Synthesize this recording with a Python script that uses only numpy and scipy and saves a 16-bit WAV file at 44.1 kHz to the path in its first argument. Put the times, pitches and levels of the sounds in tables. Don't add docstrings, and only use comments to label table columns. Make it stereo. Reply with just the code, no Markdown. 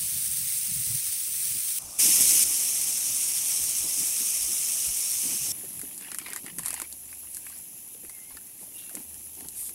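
import sys
import numpy as np
from scipy import signal
from scipy.fft import rfft, irfft, next_fast_len
from scipy.io import wavfile
from scipy.ndimage import uniform_filter1d

SR = 44100
rng = np.random.default_rng(int(sys.argv[2]) if len(sys.argv) > 2 else 0)


def digitize_waveform(pressure):
    field = np.atleast_2d(pressure).T
    bounded = np.clip(field, -1, 1)
    quanta = np.round(bounded * 32767).astype(np.int16)
    wavfile.write(sys.argv[1], SR, quanta)


N = 429534

# (frequency [Hz], level [dB])
LOW_COLOUR = [(40, -18), (120, -7.5), (200, 2), (330, 1), (500, -11), (900, -12.5), (1500, -22.5)]
# (frequency [Hz], level [dB])
WIND_COLOUR = [(20, -45), (35, -39), (55, -8), (85, -2), (120, 0.5), (170, -4), (260, -23.5), (500, -45)]
# (time [s], burbling level [dB], wind level [dB])
LOW_FLOOR = [(0.0, -67.5, -54), (1.78, -66, -65), (1.8, -62, -63), (1.98, -60, -67), (2.0, -52, -57),
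             (2.44, -50.5, -60), (2.55, -57.5, -62), (5.51, -63, -64), (5.53, -55.5, -62.5),
             (6.84, -59, -73), (6.88, -63, -70), (9.74, -61, -67)]
# (start [s], hold [s], level [dB])
HEAVES = [(1.45, .02, -66), (1.545, 0.022, -55), (2.042, 0.042, -41), (2.187, .02, -39.5),
          (2.316, 0.027, -45.5), (2.434, .03, -57), (2.845, .02, -56), (3.85, 0.016, -45),
          (3.99, 0.034, -48), (4.21, 0.018, -49.5), (4.49, 0.054, -53.5), (4.68, .02, -52),
          (5.24, 0.086, -47.5), (5.336, 0.023, -51), (5.46, .04, -49), (6.202, 0.13, -60),
          (6.444, 0.024, -49.5), (8.61, 0.066, -57), (8.95, 0.044, -49), (9.378, 0.083, -54)]
# (start [s], hold [s], level [dB])
GUSTS = [(0.015, .05, -54), (0.138, 0.041, -45.5), (0.29, 0.025, -47.5), (0.396, .08, -51),
         (0.53, 0.027, -59), (0.692, 0.036, -43.5), (0.767, .05, -43.5), (0.881, 0.075, -41.5),
         (1.458, 0.022, -53.5), (1.518, 0.051, -52), (1.833, 0.044, -58), (2.466, 0.031, -58),
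         (3.087, .04, -51), (3.61, 0.053, -52), (4.0, .03, -56), (4.884, 0.025, -53), (5.283, 0.067, -56),
         (5.41, 0.024, -48), (5.498, .015, -44.5), (5.757, 0.047, -50.5), (6.596, .04, -52),
         (8.33, .02, -67), (8.74, .02, -60), (9.433, 0.036, -63)]
# (start [s], hold [s], level [dB])
DEEP_PUFFS = [(1.55, .06, -61), (1.85, .05, -59), (2.15, .15, -54), (2.456, .05, -54), (3.62, .05, -57),
              (3.818, .02, -57), (4.406, 0.091, -56), (4.884, 0.025, -47), (5.167, 0.016, -58),
              (8.07, .02, -59), (8.334, .03, -61)]
# (frequency [Hz], level [dB])
DEEP_COLOUR = [(12, -9), (30, -6), (55, 1), (90, -9), (150, -40)]

# (frequency [Hz], left level [dB], right level [dB], left-right likeness [0-1])
BESIDE_COLOUR = [(400, -33.5, -32.5, 1), (860, -34.5, -38.5, 0.83), (1550, -26, -31, 0.36),
                 (2230, -17.5, -27.5, 0.3), (3160, -16.5, -24, 0.06), (4930, -15, -17, 0.43),
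                 (6270, -12, -10, 0.3), (6940, -26, -11, 0), (8530, -5, -2.5, 0), (9330, -1, -6, 0),
                 (10300, -1, -16, 0.2), (11870, -8.5, -20, 0.3), (12800, -5.5, -34, 0.22),
                 (15900, -5.5, -15, 0)]
OVER_COLOUR = [(400, -24, -27.5, 0.77), (870, -32, -33, 0.12), (1480, -23.5, -22.5, 0.76),
               (2340, -16, -17.0, 0.66), (3000, -16.5, -18.5, 0.31), (4130, -18, -17.5, 0.19),
               (4770, -14, -14.5, 0.19), (5550, -11.5, -2.5, 0.067), (6600, -7, -4.5, 0.12),
               (6920, -12.5, -6, 0.067), (8500, -2, -3, 0.13), (9950, 0, -7, 0.052),
               (10770, -2.5, -9, 0.038), (16100, -15, -21.5, 0.09)]
FARTHER_COLOUR = [(370, -18, -25, 0.33), (820, -17.5, -19, 0.93), (1390, -38, -39, 1),
                  (2560, -17, -14.5, 0.31), (4600, -19, -24, 0.11), (5600, -14, -10.5, 0.29),
                  (7400, -6, -8, 0.12), (8200, -13.5, -10, 0.18), (9100, -27, -3, 0.21),
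                  (9670, 0.5, -1.5, 0.12), (10670, 5, 3.5, 0.17), (12600, 0, -27.5, 0.27),
                  (14200, -13.5, -17, 0.16), (15600, -9.5, -13, 0.13)]
# (time [s], level [dB])
SIZZLE_LEVELS = [
    [(0.0, -27.5), (0.9, -26.5), (1.3, -28.5), (1.45, -26), (1.55, -27.5), (1.789, -26.5)],
    [(1.789, -41), (1.982, -38.5)],
    [(1.982, -38), (1.994, -19), (2.44, -19)],
    [(2.44, -25), (2.62, -25), (2.8, -26.5), (3.1, -27), (3.24, -26), (3.8, -27.5), (4.2, -26.5),
     (5.3, -27.5), (5.38, -29), (5.52, -28)],
    [(5.52, -37.5), (5.87, -39), (6.1, -44), (7.39, -41.5), (8.46, -44), (8.96, -41.5), (9.74, -42.5)],
]
PLACE = [0, 1, 1, 1, 2]
RIGHT_LATE = [1, 14, 3]
# (time [s], level [dB])
MURMUR_LEVELS = [(1.789, -57), (5.52, -61)]
# (frequency [Hz], left level [dB], right level [dB], left-right likeness [0-1])
MURMUR_COLOUR = [(300, -17, -13, .9), (640, 2.5, 0.5, 1), (950, -1.5, -2, 0.8), (1250, 0.5, -2.5, 1),
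                 (2500, -38, -40, .3)]

# (start [s], hold [s], level [dB])
CRINKLE_SPELLS = [(5.54, 0.4, -59), (6.007, 0.15, -50), (6.204, 0.19, -49), (6.462, 0.048, -54),
                  (6.596, 0.26, -49.5), (7.095, 0.06, -61), (7.454, 0.11, -57.5), (8.307, 0.084, -61),
                  (8.76, 0.25, -64.5), (9.56, 0.15, -61.5)]
# (frequency [Hz], level [dB])
CRINKLE_COLOUR = [(400, -16), (900, -0.5), (1300, -3), (1900, 4.5), (2800, 3.5), (3400, -3), (5000, -2),
                  (7500, -16)]
# (start [s], hold [s], level [dB])
SLIDES = [(5.552, 0.9, -50), (6.6, .22, -47), (7.342, .03, -43.5), (7.465, .03, -45), (8.62, .02, -43.5),
          (8.763, 0.04, -48), (9.59, .09, -35.5)]
# (frequency [Hz], level [dB])
SWISH_COLOUR = [(2000, -38), (3000, -20), (6000, -11.5), (7500, -4.5), (9500, 4.5), (12000, 2.5),
                (15500, -22)]
# (time [s], peak level [dB], pitch [Hz])
BUMPS = [(5.633, -40.5, 380), (5.829, -39, 330), (6.016, -52, 315), (6.305, -43, 360), (6.578, -37.5, 258),
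         (6.816, -40.5, 340), (7.23, -52, 1000), (7.944, -50, 497), (8.031, -45.5, 340), (8.304, -49, 970),
         (8.345, -48, 258), (8.625, -46, 720), (8.67, -53, 600), (8.909, -51, 700), (8.943, -43, 516),
         (8.964, -41, 302), (9.379, -50, 696), (9.42, -44, 284), (9.71, -49, 300)]
# (frequency [Hz], level [dB])
BUMP_COLOUR = [(40, -30), (130, -16), (200, -1), (2000, 8)]
# (time [s], nominal peak [dB], dull part re that [dB], left re right [dB], ring pitch [Hz])
SNAPS = [(5.794, -20, -21, -3, 2560), (5.815, -16, -21, 2.5, 2100), (5.9449, -27, -30, 3.5, 2430),
         (5.9784, -20, -32, -1, 2690), (6.011, -22, -21, -2, 2620), (6.117, -16.5, -15.5, 2, 1900),
         (6.1465, -13, -18, 1.5, 1960), (6.186, -8.5, -22, 3, 3120), (6.2668, -25.5, -10, 0.0, 1890),
         (6.2844, -27, -5, 2, 925), (6.303, -20.5, -16, -3, 1940), (6.3334, -15, -15, 3, 1630),
         (6.3619, -13.5, -14, -1, 1990), (6.3736, -26.5, -7, 4, 2080), (6.4636, -19.5, -15.5, 2, 2890),
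         (6.482, -32.5, -3.5, 4, 2860), (6.5853, -14, -18, 3, 1950), (6.5923, -13, -15.5, -1, 1030),
         (6.634, -20.5, -18, 3, 1950), (6.653, -19, -20, 1, 2000), (6.6597, -8, -22.5, 1, 1060),
         (6.672, -19, -17, 1, 1500), (6.6824, -11.5, -23, -2, 2000), (6.706, -12, -18, 5, 1720),
         (6.7298, -16.5, -16, -2, 930), (6.7416, -11, -19, 4, 940), (6.7772, -25, -11, 3, 980),
         (6.8, -16.5, -10.5, 1, 1490), (6.818, -10, -15.5, 4, 1040), (6.9264, -20, -37, -3, 2550),
         (7.1283, -28, -11, 3.5, 2560), (7.3474, -17.5, -34, -1, 2510), (7.3693, -16.5, -24, 4, 1740),
         (7.467, -30, -5.5, 2, 2640), (7.4994, -26.5, -15, 3.5, 1100), (7.588, -25, -36, 5, 1830),
         (8.0483, -28, -15, 0, 2620), (8.096, -23, -18, 3.5, 2140), (8.3146, -36.5, -7, -1, 980),
         (8.37, -26, -7, -2, 1810), (8.8948, -20.5, -22, 1, 1790), (8.9523, -17.5, -26, 5, 2730),
         (8.9698, -28, -6, 1.5, 950), (9.1436, -20, -29.5, 2, 3190), (9.2075, -31, -26, 4.5, 2500),
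         (9.3511, -29, -27, 3.0, 2680), (9.407, -24.5, -14.5, 1, 844), (9.447, -30, -12, 0, 912),
         (9.486, -18, -40, 4.5, 2690), (9.5636, -30, -41, -7, 2890), (9.6937, -20, -22, -2, 2500)]
# (frequency [Hz], level [dB])
SNAP_BRIGHT = [(2500, -29.5), (4300, -10), (5300, -12), (8500, 1), (11000, 2.5), (15500, -21)]
# (frequency [Hz], level [dB])
SNAP_DULL = [(300, -54), (700, -5), (1100, 4), (1800, 9.5), (2600, 6.5), (3500, -2), (5000, 0), (7000, -20)]

# (start [s], length [s], first pitch [Hz], last pitch [Hz], first level [dB], last level [dB])
HUM = [(6.5, 1.17, 75.3, 77.4, -61, -68.5), (9.02, 0.75, 76.3, 74.2, -60, -66)]
DRONE = [(6.5, 0.13, 186, 170.6, -57, -49)]
WHISTLE = [(8.1, .165, 2170, 2080, -61, -62), (8.26, .06, 2170, 2140, -62, -63)]
SQUEAK = [(8.74, .19, 2800, 2750, -55, -63)]
SQUEAK_TOP = [(8.775, .07, 3400, 3600, -53, -59)]

HEAVE_RISE_S, HEAVE_FALL_S = 0.017, 0.04
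GUST_RISE_S, GUST_FALL_S = 0.016, 0.027
DEEP_FLOOR_DB = -76
BAG_FROM_S = 5.52
CRINKLE_FLOOR_DB, CRINKLE_RISE_S, CRINKLE_FALL_S = -65.5, 0.023, 0.014
SWISH_RISE_S, SWISH_FALL_S = 0.049, 0.055
CRACK_TAIL_S, RATTLE_TAIL_S, RING_S = 0.07, 0.05, 0.012
EDGE_HZ = 15790


def gain_of(db):
    return 10 ** (np.asarray(db) / 20)


def evened(x):
    return x / np.sqrt(np.mean(np.atleast_2d(x).mean(0) ** 2) + 1e-20)


def read(hz, at, value):
    return np.interp(np.log(hz + 1), np.log(np.asarray(at) + 1), value)


def coloured(x, points):
    n = x.shape[-1]
    hz = np.fft.rfftfreq(n, 1 / SR)
    return irfft(rfft(x) * gain_of(read(hz, *np.transpose(points))), n)


def add(mix, s, sound):
    part = mix[:, round(s * SR):][:, :sound.shape[-1]]
    part += sound[..., :part.shape[1]]


def unrolled(rows):
    s, *columns = np.transpose(rows)
    t = np.arange(s[0], s[-1], 1 / SR)
    return s[0], [np.interp(t, s, c) for c in columns]


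def glide(row):
    s, length, first_hz, last_hz, first_db, last_db = row
    return unrolled([(s, first_hz, first_db), (s + length, last_hz, last_db)])


def bursts(n, per_s, spread_db, t60):
    starts = rng.random(n) < per_s / SR
    size = gain_of(spread_db * np.minimum(rng.exponential(1, n), 4)) ** 2 * starts
    power = signal.lfilter([1], [1, -np.exp(-2 * np.log(1000) / (t60 * SR))], size)
    return power / power.mean()


def pair(envelope, same):
    a, b = rng.standard_normal((2, len(envelope)))
    same = np.clip(same, 0, 1)
    return envelope * np.array([a, same * a + np.sqrt(1 - same ** 2) * b])


def patchy(x, patch_db):
    z = signal.stft(x, nperseg=512)[2]
    patches = uniform_filter1d(rng.standard_normal(z.shape[1:]), 4, 0)
    patches = uniform_filter1d(patches, 5, 1)
    z = z * gain_of(patch_db * patches / patches.std())
    return signal.istft(z, nperseg=512)[1][:, :x.shape[1]]


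def swells(t, floor_db, rows, rise_s, fall_s):
    power = gain_of(floor_db) ** 2 * np.ones(len(t))
    for s, hold, db in rows:
        rise = (np.maximum(s - t, 0) / rise_s) ** 2
        fall = np.maximum(t - s - hold, 0) / fall_s
        power += gain_of(db) ** 2 * np.exp(-4 * rise - 4 * fall)
    return np.sqrt(power)


def ring(hz, t60, n):
    t = np.arange(n) / SR
    return np.sin(2 * np.pi * hz * t) * gain_of(-60 * t / t60)


def low_heaves():
    t, n = np.arange(N) / SR, next_fast_len(N)
    s, level_db, _ = np.transpose(LOW_FLOOR)
    envelope = np.sqrt(0.59 + 0.18 * bursts(n, 30, 2.3, 0.03))
    noise = evened(coloured(pair(envelope, 0.94), LOW_COLOUR)) * gain_of([[1.5], [-1.5]])
    return swells(t, np.interp(t, s, level_db), HEAVES, HEAVE_RISE_S, HEAVE_FALL_S) * noise[:, :N]


def wind():
    t, n = np.arange(N) / SR, next_fast_len(N)
    s, _, level_db = np.transpose(LOW_FLOOR)
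    envelope = np.sqrt(0.71 + 0.27 * bursts(n, 18, 3.3, 0.3))
    noise = evened(coloured(pair(envelope, 0.41), WIND_COLOUR))
    return swells(t, np.interp(t, s, level_db), GUSTS, GUST_RISE_S, GUST_FALL_S) * noise[:, :N]


def deep_wind():
    t, n = np.arange(N) / SR, next_fast_len(N)
    noise = evened(coloured(pair(np.ones(n), 0.1), DEEP_COLOUR))
    return swells(t, DEEP_FLOOR_DB, DEEP_PUFFS, GUST_RISE_S, GUST_FALL_S) * noise[:, :N]


def sizzle(rows, colour, late):
    s, (level_db,) = unrolled(rows)
    n = next_fast_len(len(level_db))
    flutter_db = 0.48 * evened(uniform_filter1d(rng.standard_normal(n), 1500))
    power = 1.1 + 0.3 * bursts(n, 700, 2.6, 0.008) + 0.05 * bursts(n, 40, 2.2, 0.03)
    noise = rng.standard_normal((2, n)) * np.sqrt(power) * gain_of(flutter_db)
    a, b = rfft(patchy(noise, patch_db=1.5))
    hz = np.fft.rfftfreq(n, 1 / SR)
    at, left_db, right_db, same = np.transpose(colour)
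    same = np.clip(read(hz, at, same), 0, 1)
    thin = hz ** 2 / (hz ** 2 + 300 ** 2)
    bowl = 1 + 0.022 * np.exp(-2j * np.pi * hz * 0.000356) + 0.017 * np.exp(-2j * np.pi * hz * 0.00095)
    left = a * gain_of(read(hz, at, left_db))
    delayed = a * np.exp(-2j * np.pi * hz * late / SR)
    right = (same * delayed + np.sqrt(1 - same ** 2) * b) * gain_of(read(hz, at, right_db))
    sound = evened(irfft(np.array([left, right]) * thin * bowl, n))
    return s, gain_of(level_db) * sound[:, :len(level_db)]


def murmur():
    return sizzle(MURMUR_LEVELS, MURMUR_COLOUR, late=4.6)


def crinkle():
    t = np.arange(BAG_FROM_S, N / SR, 1 / SR)
    grain = np.sqrt(0.4 + bursts(len(t), 200, 3.5, 0.025))
    creases = evened(patchy(coloured(pair(grain, 0.4), CRINKLE_COLOUR), patch_db=4.0))
    level = swells(t, CRINKLE_FLOOR_DB, CRINKLE_SPELLS, CRINKLE_RISE_S, CRINKLE_FALL_S)
    return BAG_FROM_S, level * creases


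def swish():
    t = np.arange(BAG_FROM_S, N / SR, 1 / SR)
    hiss = evened(patchy(coloured(pair(np.ones(len(t)), 0.2), SWISH_COLOUR), patch_db=2.0))
    return BAG_FROM_S, swells(t, -np.inf, SLIDES, SWISH_RISE_S, SWISH_FALL_S) * hiss


def bump(row):
    s, peak_db, hz = row
    samples = np.arange(1500)
    onset = np.minimum(samples / 150, 1)
    blow = pair(gain_of(-60 * samples / SR / 0.087) * onset, 0.88)
    sound = coloured(signal.fftconvolve(blow, ring(hz, 0.02, 1500)[None]), BUMP_COLOUR)
    return s, gain_of(peak_db) * sound / abs(sound.mean(0)).max()


def snap(row):
    s, peak_db, dull_db, pan_db, hz = row
    t = np.arange(-256, 1792) / SR
    after = np.maximum(t, 0)
    crack = (t >= 0) * (gain_of(-60 * after / 0.004) + gain_of(-13.5 - 60 * after / CRACK_TAIL_S))
    rattle = (t >= 0) * (gain_of(-60 * after / 0.011) + gain_of(-4.5 - 60 * after / RATTLE_TAIL_S))
    rattle = pair(rattle, 0.82)
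    rung = signal.fftconvolve(rattle, ring(hz, RING_S, 600)[None])[:, :len(t)]
    parts = coloured(pair(crack, 0.6), SNAP_BRIGHT), coloured(rattle, SNAP_DULL), rung
    bright, dull, rung = (x / abs(x.mean(0)).max() for x in parts)
    sound = 0.72 * bright + gain_of(dull_db) * (0.87 * dull + 0.47 * rung)
    return s + t[0], gain_of(peak_db + pan_db * np.array([[0.5], [-0.5]])) * sound


def tone(row, waver, broken):
    s, (hz, level_db) = glide(row)
    drift, flicker = (evened(uniform_filter1d(rng.standard_normal(len(hz)), span)) for span in (900, 200))
    phase = 2 * np.pi * np.cumsum(hz * (1 + waver * drift)) / SR
    wave = np.sqrt(2) * np.sin(phase) * evened(1 + broken * flicker)
    return s, (gain_of(level_db) * wave * signal.windows.tukey(len(hz), 0.15))[None]


def puff(row):
    s, (hz, level_db) = glide(row)
    breath = uniform_filter1d(pair(np.ones(len(hz)), 0.55), size=40)
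    wave = evened(breath * np.sin(2 * np.pi * np.cumsum(hz) / SR))
    return s, gain_of(level_db) * wave * signal.windows.tukey(len(hz), 0.2)


def scene():
    mix = low_heaves() + wind() + deep_wind()
    colours = BESIDE_COLOUR, OVER_COLOUR, FARTHER_COLOUR
    for rows, place in zip(SIZZLE_LEVELS, PLACE):
        add(mix, *sizzle(rows, colours[place], RIGHT_LATE[place]))
    for source in (murmur, crinkle, swish):
        add(mix, *source())
    for source, table in ((bump, BUMPS), (snap, SNAPS)):
        for row in table:
            add(mix, *source(row))
    for table, waver, broken in ((HUM, 0.03, 0.3), (DRONE, 0.04, 0.5), (WHISTLE, 0.01, 0.34), (SQUEAK, 0.01, 0.6)):
        for row in table:
            add(mix, *tone(row, waver, broken))
    for row in SQUEAK_TOP:
        add(mix, *puff(row))
    return mix


def record(dry):
    low_pass = signal.firwin(1023, EDGE_HZ, window=("kaiser", 9), fs=SR)
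    return signal.oaconvolve(dry, low_pass[None], "same")


dry = scene()
out = record(dry)
digitize_waveform(out)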